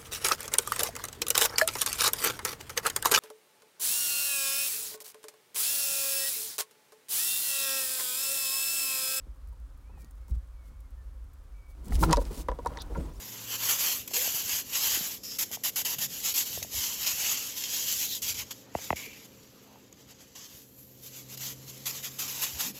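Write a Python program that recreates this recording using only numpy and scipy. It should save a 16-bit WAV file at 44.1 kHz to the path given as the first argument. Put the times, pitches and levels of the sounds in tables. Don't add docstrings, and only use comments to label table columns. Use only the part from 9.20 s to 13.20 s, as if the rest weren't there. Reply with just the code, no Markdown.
import sys
import numpy as np
from scipy import signal
from scipy.fft import rfft, irfft
from scipy.io import wavfile
from scipy.ndimage import uniform_filter1d

SR = 44100
rng = np.random.default_rng(int(sys.argv[2]) if len(sys.argv) > 2 else 0)


def dump(signal):
    limited = np.clip(np.atleast_2d(signal).T, -1, 1)
    pcm = np.round(limited * 32767).astype(np.int16)
    wavfile.write(sys.argv[1], SR, pcm)


def convert_level_to_amplitude(level_db):
    exponent = np.asarray(level_db, float) / 20
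    return 10 ** exponent


N = 176400

# time in seconds, level in dB.
STIR_LEVEL = [(2.551, -61), (2.7, -49), (2.85, -32.5), (3.0, -43.5), (3.2, -44.5), (3.25, -50.5),
              (3.32, -53), (3.44, -50), (3.5, -46.5), (3.66, -49.5), (3.79, -42.5), (3.88, -46.5),
              (4.0, -54)]
# frequency in Hz, density in dB per Hz.
STIR_SPECTRUM = [(60, 5), (130, -21), (200, -19), (285, -10), (520, -22), (1050, -27), (1600, -35),
                 (16000, -47.5)]
# start in seconds, length in seconds, level in dB, centre in Hz.
SWISHES = [(0.77, 0.067, -64.5, 8800), (1.077, 0.044, -62, 10900), (1.081, 0.1, -51.5, 160),
           (1.141, 0.021, -66.5, 4630), (1.432, 0.072, -69.5, 8000), (2.47, 0.062, -67.5, 9000),
           (2.637, 0.042, -58.5, 9600), (2.678, 0.0088, -51, 8900), (2.702, 0.072, -48, 5900),
           (2.643, 0.26, -42.5, 147), (2.783, 0.078, -39, 9650), (2.854, 0.16, -58, 3840),
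           (2.889, 0.072, -31.5, 750), (2.989, 0.048, -52.5, 5700), (3.036, 0.067, -59, 5500),
           (3.09, 0.15, -48.5, 6000), (3.297, 0.086, -54, 670), (3.453, 0.025, -58, 7000),
           (3.478, 0.26, -54, 820), (3.696, 0.081, -49.5, 415), (3.488, 0.13, -68, 3800),
           (.69, 0.22, -59, 167), (1.483, 0.079, -60, 172), (3.64, 0.23, -67, 6000),
           (3.761, 0.092, -39, 234), (3.902, 0.11, -63.5, 6500)]
# time in seconds, peak in dB, centre in Hz, spread in octaves, snap in ms.
TICKS = [(.845, -46, 8000, 1.5, 1.34), (0.9093, -47, 11000, .8, 1.6), (1.081, -51, 9000, 1.2, 1.8),
         (1.109, -54, 4000, 1, 1.9), (2.6455, -47, 8000, 0.38, 0.9), (2.707, -46, 4000, 1.2, 1.5),
         (2.7216, -31, 1660, 0.45, 2.6), (2.7544, -28.5, 4500, 1.3, 0.65), (2.7605, -33, 4000, .9, 0.66),
         (2.8297, -24, 6500, 0.88, 0.77), (2.835, -24.5, 3750, 0.73, 4), (2.8954, -33, 4770, 0.57, 1.1),
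         (2.908, -26, 4300, 0.42, 1), (2.91, -27.5, 5100, 0.88, 2.2), (2.917, -26, 4270, 0.34, 1.2),
         (2.9235, -25, 4530, 0.44, 1.4), (2.9274, -13, 6040, 0.58, 2.03), (2.9283, -16, 2150, 0.6, 2.47),
         (2.943, -29, 4240, 0.77, 1.1), (2.96, -30.5, 4200, 0.56, 2), (2.9691, -24, 4630, 0.65, 1.46),
         (3.0515, -38.5, 4000, 0.82, 1.8), (3.2832, -41.5, 5500, 0.99, 2.5),
         (3.2864, -37.5, 2400, 0.6, 3.2), (3.2993, -42, 3800, 0.37, 1.2), (3.315, -45.5, 3800, 0.88, 1.6),
         (3.387, -51.5, 3200, 0.97, 2.2), (3.448, -47, 4940, 0.77, 1.5), (3.458, -37, 5500, 1, 2.7),
         (3.4699, -34.5, 5460, 0.61, 2.3), (3.5363, -49, 2200, 0.81, 1.8), (3.571, -34.5, 4100, 0.59, 2.6),
         (3.572, -33, 1600, 0.36, 2), (3.5864, -36.5, 3500, 0.13, 2), (3.618, -33.5, 6130, 0.88, 2.5)]
# time in seconds, peak in dB, pitch factor, low-mode share in dB, ring factor.
KNOCKS = [(.067, -48, 0.57, 13, .9), (.325, -57.5, 0.97, -10, 0.6), (.695, -52.5, 0.88, -1.5, .9),
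          (.775, -53.5, 0.82, -14, 0.64), (0.842, -50.5, 0.58, 7, .9), (1.083, -55, 0.96, -14, 0.49),
          (2.72, -32.5, 0.75, -7, .6), (2.8271, -15.5, .95, -14.5, 0.6), (2.834, -19, 1.395, -5.5, 0.34),
          (2.838, -22.5, 0.92, -7, 0.7), (2.929, -13, 0.978, -14, 0.54), (2.9712, -21.5, 1.01, -0.5, 0.55),
          (2.978, -17, .97, 8.5, 0.87), (3.015, -30.5, .95, 5, 0.56), (3.108, -36.5, 0.83, 14, 0.72),
          (3.2856, -19, 1.04, -5, 0.46), (3.3, -30.5, 0.81, 2, .6), (3.316, -28, 1.03, 0.5, 0.59),
          (3.388, -31, 0.98, 3, 0.61), (3.449, -35, 0.76, -18, 0.83), (3.4608, -19, 0.971, -11, 0.51),
          (3.503, -42, 1.1, 0, 0.44), (3.517, -36.5, 0.99, 3, 0.65), (3.572, -37, 0.96, -5, 0.88),
          (3.586, -39, 0.97, -18, 0.46), (3.703, -40, 0.83, 22, 1.2), (3.749, -36, 1.4, -14, 1.5),
          (3.754, -34, 0.97, -6.5, 1.2), (3.776, -29.5, 0.93, 13, 0.7), (3.912, -48, 1.03, 1, .9)]
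# frequency in Hz, level in dB, T60 in seconds.
BOARD_LOW = [(274, -12, 0.1), (398, -10, 0.033), (499, 0, 0.051), (562.7, -1, 0.048), (670, -12.5, 0.059)]
# frequency in Hz, level in dB, T60 in seconds.
BOARD_HIGH = [(759, -20.5, .06), (887, -9, 0.038), (972, 0, 0.051), (1069.6, -3, 0.045), (1358, -19, 0.03),
              (1500, -12, 0.029), (1713, -24, 0.046), (1937, -23, 0.031)]
# start in seconds, length in seconds, level in dB, low edge, start top, end top in Hz.
SCRAPE = (3.592, .036, -43, 3150, 4000, 6600)
# start in seconds, length in seconds, level in dB, rate in slips per second.
CREAKS = [
    (2.804, 0.042, -25, 150),
    (2.85, 0.085, -23.5, 159),
]
# time in seconds, peak in dB, frequency in Hz.
THUMPS = [(0.401, -37.5, 54.6), (1.113, -18, 60.6), (1.165, -24, 61.8), (2.726, -17, 40),
          (2.753, -15.5, 66.6), (2.828, -18.5, 98), (2.847, -26, 36.3), (2.89, -27, 45), (2.951, -20, 40),
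          (2.998, -28, 45), (3.291, -25.5, 45), (3.482, -42, 49.3), (3.69, -32, 45), (3.781, -21.5, 156),
          (3.802, -27.5, 59.6)]
# start in seconds, length in seconds, level in dB, start in Hz, end in Hz.
PEEPS = [
    (3.768, .022, -60, 6200, 7500),
    (3.79, .065, -62, 8500, 7900),
    (3.922, .022, -65, 5400, 6600),
    (3.946, .022, -63, 6400, 7300),
    (3.953, .028, -62, 5000, 5900),
    (3.85, .015, -62, 8000, 6300),
]
# start in seconds, length in seconds, level in dB, start in Hz, end in Hz.
SONG = [(.63, 0.091, -71.5, 2200, 2550), (.72, 0.079, -70.5, 2650, 2440), (.79, 0.059, -70, 2420, 2230),
        (.72, 0.19, -72, 1827, 1890), (.99, 0.13, -76, 2230, 2140), (1.328, 0.18, -73, 2300, 2130),
        (1.46, 0.16, -76, 2160, 2240), (1.62, .06, -75, 2180, 2100), (1.771, 0.065, -69, 1810, 1750),
        (1.834, 0.15, -78.5, 1750, 1750), (2.331, 0.12, -69.5, 2310, 2260), (2.415, 0.13, -67, 2256, 2280)]
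# frequency in Hz, density in dB per Hz.
HISS_SPECTRUM = [(53, -20), (90, -6.5), (188, -17.5), (1270, -29), (2760, -35), (12300, -40),
                 (16000, -44.5)]
# frequency in Hz, width in Hz, level in dB.
BOX_AIR = [(273.3, 21, -76), (531.4, 40, -77.5), (1164, 790, -72.5)]
# frequency in Hz, width in Hz, level in dB.
RUMBLE = [(52.9, 25, -45), (40, 8.9, -55.5)]

KNOCK_RISE_S = 0.0038
FIZZ_S = 0.004


def evened(x):
    return x / np.sqrt(np.mean(x ** 2) + 1e-20)


def add(mix, start_s, sound):
    part = mix[round(start_s * SR):][:len(sound)]
    part += sound[:len(part)]


def coloured(x, points):
    point_hz, db = np.transpose(points)
    hz = np.fft.rfftfreq(len(x), 1 / SR)
    gain = convert_level_to_amplitude(np.interp(np.log(hz + 1), np.log(point_hz + 1), db, left=-90))
    return irfft(rfft(x) * gain, len(x))


def banded(x, centre_hz, octaves):
    hz = np.fft.rfftfreq(len(x), 1 / SR) + 1
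    bell = np.exp(-0.5 * (np.log2(hz / centre_hz) / octaves) ** 2)
    return evened(irfft(rfft(x) * bell, len(x)))


def lumps(size):
    smooth = uniform_filter1d(rng.standard_normal(N), size)
    return evened(uniform_filter1d(smooth, size))


def arch(t, peak):
    u = t / t[-1]
    peak = np.clip(peak, 0.1, 0.9)
    return np.sin(np.pi / 2 * np.minimum(u / peak, (1 - u) / (1 - peak)))


def ring(modes, pitch, rise_s, ring_factor):
    t = np.arange(SR // 2) / SR
    sound = np.zeros(len(t))
    for hz, db, t60_s in modes:
        detune, level = rng.uniform(-1, 1, 2)
        decay = convert_level_to_amplitude(db + 2 * level - 60 * t / t60_s / ring_factor)
        sound += decay * np.sin(2 * np.pi * hz * pitch * (1 + detune / 50) * t)
    return sound * (1 - np.exp(-(t / rise_s) ** 2))


def stir():
    time_s, db = np.transpose(STIR_LEVEL)
    level = convert_level_to_amplitude(np.interp(np.arange(N) / SR, time_s, db, left=-100))
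    sway = convert_level_to_amplitude(1.5 * lumps(size=700))
    body = convert_level_to_amplitude(1) * sway * evened(coloured(rng.standard_normal(N), STIR_SPECTRUM))
    box_body = (155, 9, 0.088)  # Hz, dB, T60 in s
    boards = ring([box_body] + BOARD_LOW + BOARD_HIGH, 0.99, KNOCK_RISE_S, 2.2)
    rattle = evened(signal.oaconvolve(rng.standard_normal(N), boards)[:N])
    body += convert_level_to_amplitude(-8) * sway ** 2 * rattle
    buffet = convert_level_to_amplitude(7.5) * banded(rng.standard_normal(N), centre_hz=45, octaves=0.43)
    return level * (body + buffet)


def swish(start_s, length_s, db, hz):
    t = np.arange(0, length_s, 1 / SR)
    noise = rng.standard_normal((2, SR // 2))[:, :len(t)]
    grain = convert_level_to_amplitude(2.5 * evened(uniform_filter1d(noise[1], size=90)))
    peak, octaves = (0.68, 1.35) if hz > 1500 else (0.2, 0.675)
    return start_s, convert_level_to_amplitude(db) * arch(t, peak) * grain * banded(noise[0], hz, octaves)


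def tick(start_s, db, hz, octaves, snap_ms):
    t = np.arange(1500) / SR
    u = t * 1e3 / snap_ms
    shape = np.exp(-np.maximum(u - 1, 0) * 2) + convert_level_to_amplitude(-14) * np.exp(-t / FIZZ_S)
    noise = banded(rng.standard_normal(1500), hz, octaves)
    return start_s, convert_level_to_amplitude(db - 5.5) * np.minimum(u, 1) * shape * noise


def knock(start_s, db, pitch, low_db, ring_factor):
    boards = convert_level_to_amplitude(low_db) * ring(BOARD_LOW, pitch, KNOCK_RISE_S, ring_factor)
    boards += ring(BOARD_HIGH, pitch, KNOCK_RISE_S, ring_factor)
    u = np.arange(SR // 2) / SR / 0.003
    scuff_hz = 950 * pitch * convert_level_to_amplitude(-max(low_db, 0) / 2)
    scuff = banded(rng.standard_normal(SR // 2), scuff_hz, 0.65) * u * np.exp(1 - u)
    return start_s - KNOCK_RISE_S / 4, convert_level_to_amplitude(db) * (boards / abs(boards).max() + convert_level_to_amplitude(-17) * scuff)


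def scrape(start_s, length_s, db, low_hz, start_hz, end_hz):
    t = np.arange(0, length_s, 1 / SR)
    hz, at_s, z = signal.stft(rng.standard_normal(4000), SR, nperseg=128)
    hz = hz[:, None]
    top_hz = start_hz + (end_hz - start_hz) * (at_s / length_s)
    z = z * (hz > low_hz) / (1 + (hz / top_hz) ** 8)
    squeak = np.exp(-((hz - 3700) / 350) ** 2) + np.exp(-((hz - top_hz) / 600) ** 2)
    z = z * (1 + convert_level_to_amplitude(7) * squeak)
    noise = signal.istft(z, SR, nperseg=128)[1][:len(t)]
    return start_s, convert_level_to_amplitude(db) * arch(t, 0.64) * evened(noise)


def creak(start_s, length_s, db, slips_per_s):
    t = np.arange(0, length_s, 1 / SR)
    wobble = evened(uniform_filter1d(rng.standard_normal(SR // 5), size=250))[:len(t)]
    turns = np.cumsum(slips_per_s * (1 + 0.07 * wobble)) / SR
    slips = np.zeros(len(t))
    for k in range(1, 6):
        harmonic_db = -12 * np.log2(k) + 10 * (k == 2)
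        slips += convert_level_to_amplitude(harmonic_db) * np.cos(2 * np.pi * k * turns - k)
    return start_s, -convert_level_to_amplitude(db) * arch(t, 0.7) * evened(slips)


def thump(start_s, db, hz):
    t = np.arange(SR // 2) / SR
    decay = convert_level_to_amplitude(db - 60 * t * hz / 12.3)
    rise = 1 - np.exp(-t / 0.004)
    return start_s, decay * rise * np.sin(2 * np.pi * hz * t)


def box(x):
    t = np.arange(SR // 5) / SR
    signs = rng.choice([-1., 1.], len(t)) * (rng.random(len(t)) < 0.06)
    taps = signs * convert_level_to_amplitude(-60 * t / 0.06) * (t > 0.002)
    return signal.fftconvolve(x, taps / np.linalg.norm(taps))[:N]


def whistle(start_s, length_s, db, start_hz, end_hz, smear):
    t = np.arange(0, length_s, 1 / SR)
    flutter, drift = uniform_filter1d(rng.standard_normal((2, SR // 4)), size=200)[:, :len(t)]
    glide = np.sin(np.pi / 2 * t / length_s) ** 2
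    hz = (start_hz + (end_hz - start_hz) * glide) * (1 + smear * evened(drift))
    level = convert_level_to_amplitude(db + 2 * evened(flutter)) * np.sqrt(arch(t, 0.52))
    return start_s, level * np.sin(2 * np.pi * np.cumsum(hz) / SR)


def crackle():
    sizes = convert_level_to_amplitude(5.0 * np.minimum(rng.exponential(1, N), 3))
    specks = (rng.random(N) < 40 / SR) * sizes
    shape = signal.oaconvolve(specks, np.exp(-np.arange(600) / SR / FIZZ_S))[:N]
    return convert_level_to_amplitude(-79) * shape * banded(rng.standard_normal(N), centre_hz=11500, octaves=0.8)


def hum(hz, width_hz, db):
    r = np.exp(-np.pi * width_hz / SR)
    pole = [1, -2 * r * np.cos(2 * np.pi * hz / SR), r * r]
    x = signal.lfilter([1], pole, rng.standard_normal(N + SR))
    x = signal.lfilter([1, -1], pole, x)
    return convert_level_to_amplitude(db) * evened(x[SR:])


def background():
    hiss = evened(coloured(rng.standard_normal(N), HISS_SPECTRUM))
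    hiss = convert_level_to_amplitude(-64 + lumps(size=900) / 2) * hiss
    return hiss + sum(hum(*row) for row in BOX_AIR + RUMBLE)


def scene():
    near, far = np.zeros(N), np.zeros(N)
    for source, rows in [(swish, SWISHES), (tick, TICKS), (knock, KNOCKS), (scrape, [SCRAPE]), (creak, CREAKS)]:
        for row in rows:
            add(near, *source(*row))
    for row in THUMPS:
        add(far, *thump(*row))
    for rows, smear in [(PEEPS, 0.015), (SONG, 0.005)]:
        for row in rows:
            add(far, *whistle(*row, smear))
    return (stir() + near + convert_level_to_amplitude(-12) * box(near) + far + crackle() + background())[None]


def roll_off(x):
    return signal.sosfilt(signal.butter(12, 16480, fs=SR, output="sos"), x)


def record(dry):
    edge = signal.firwin(511, 16100, window=("kaiser", 9), fs=SR)
    mix = signal.oaconvolve(dry, edge[None], "same")
    return roll_off(mix)


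dry = scene()
out = record(dry)
dump(out)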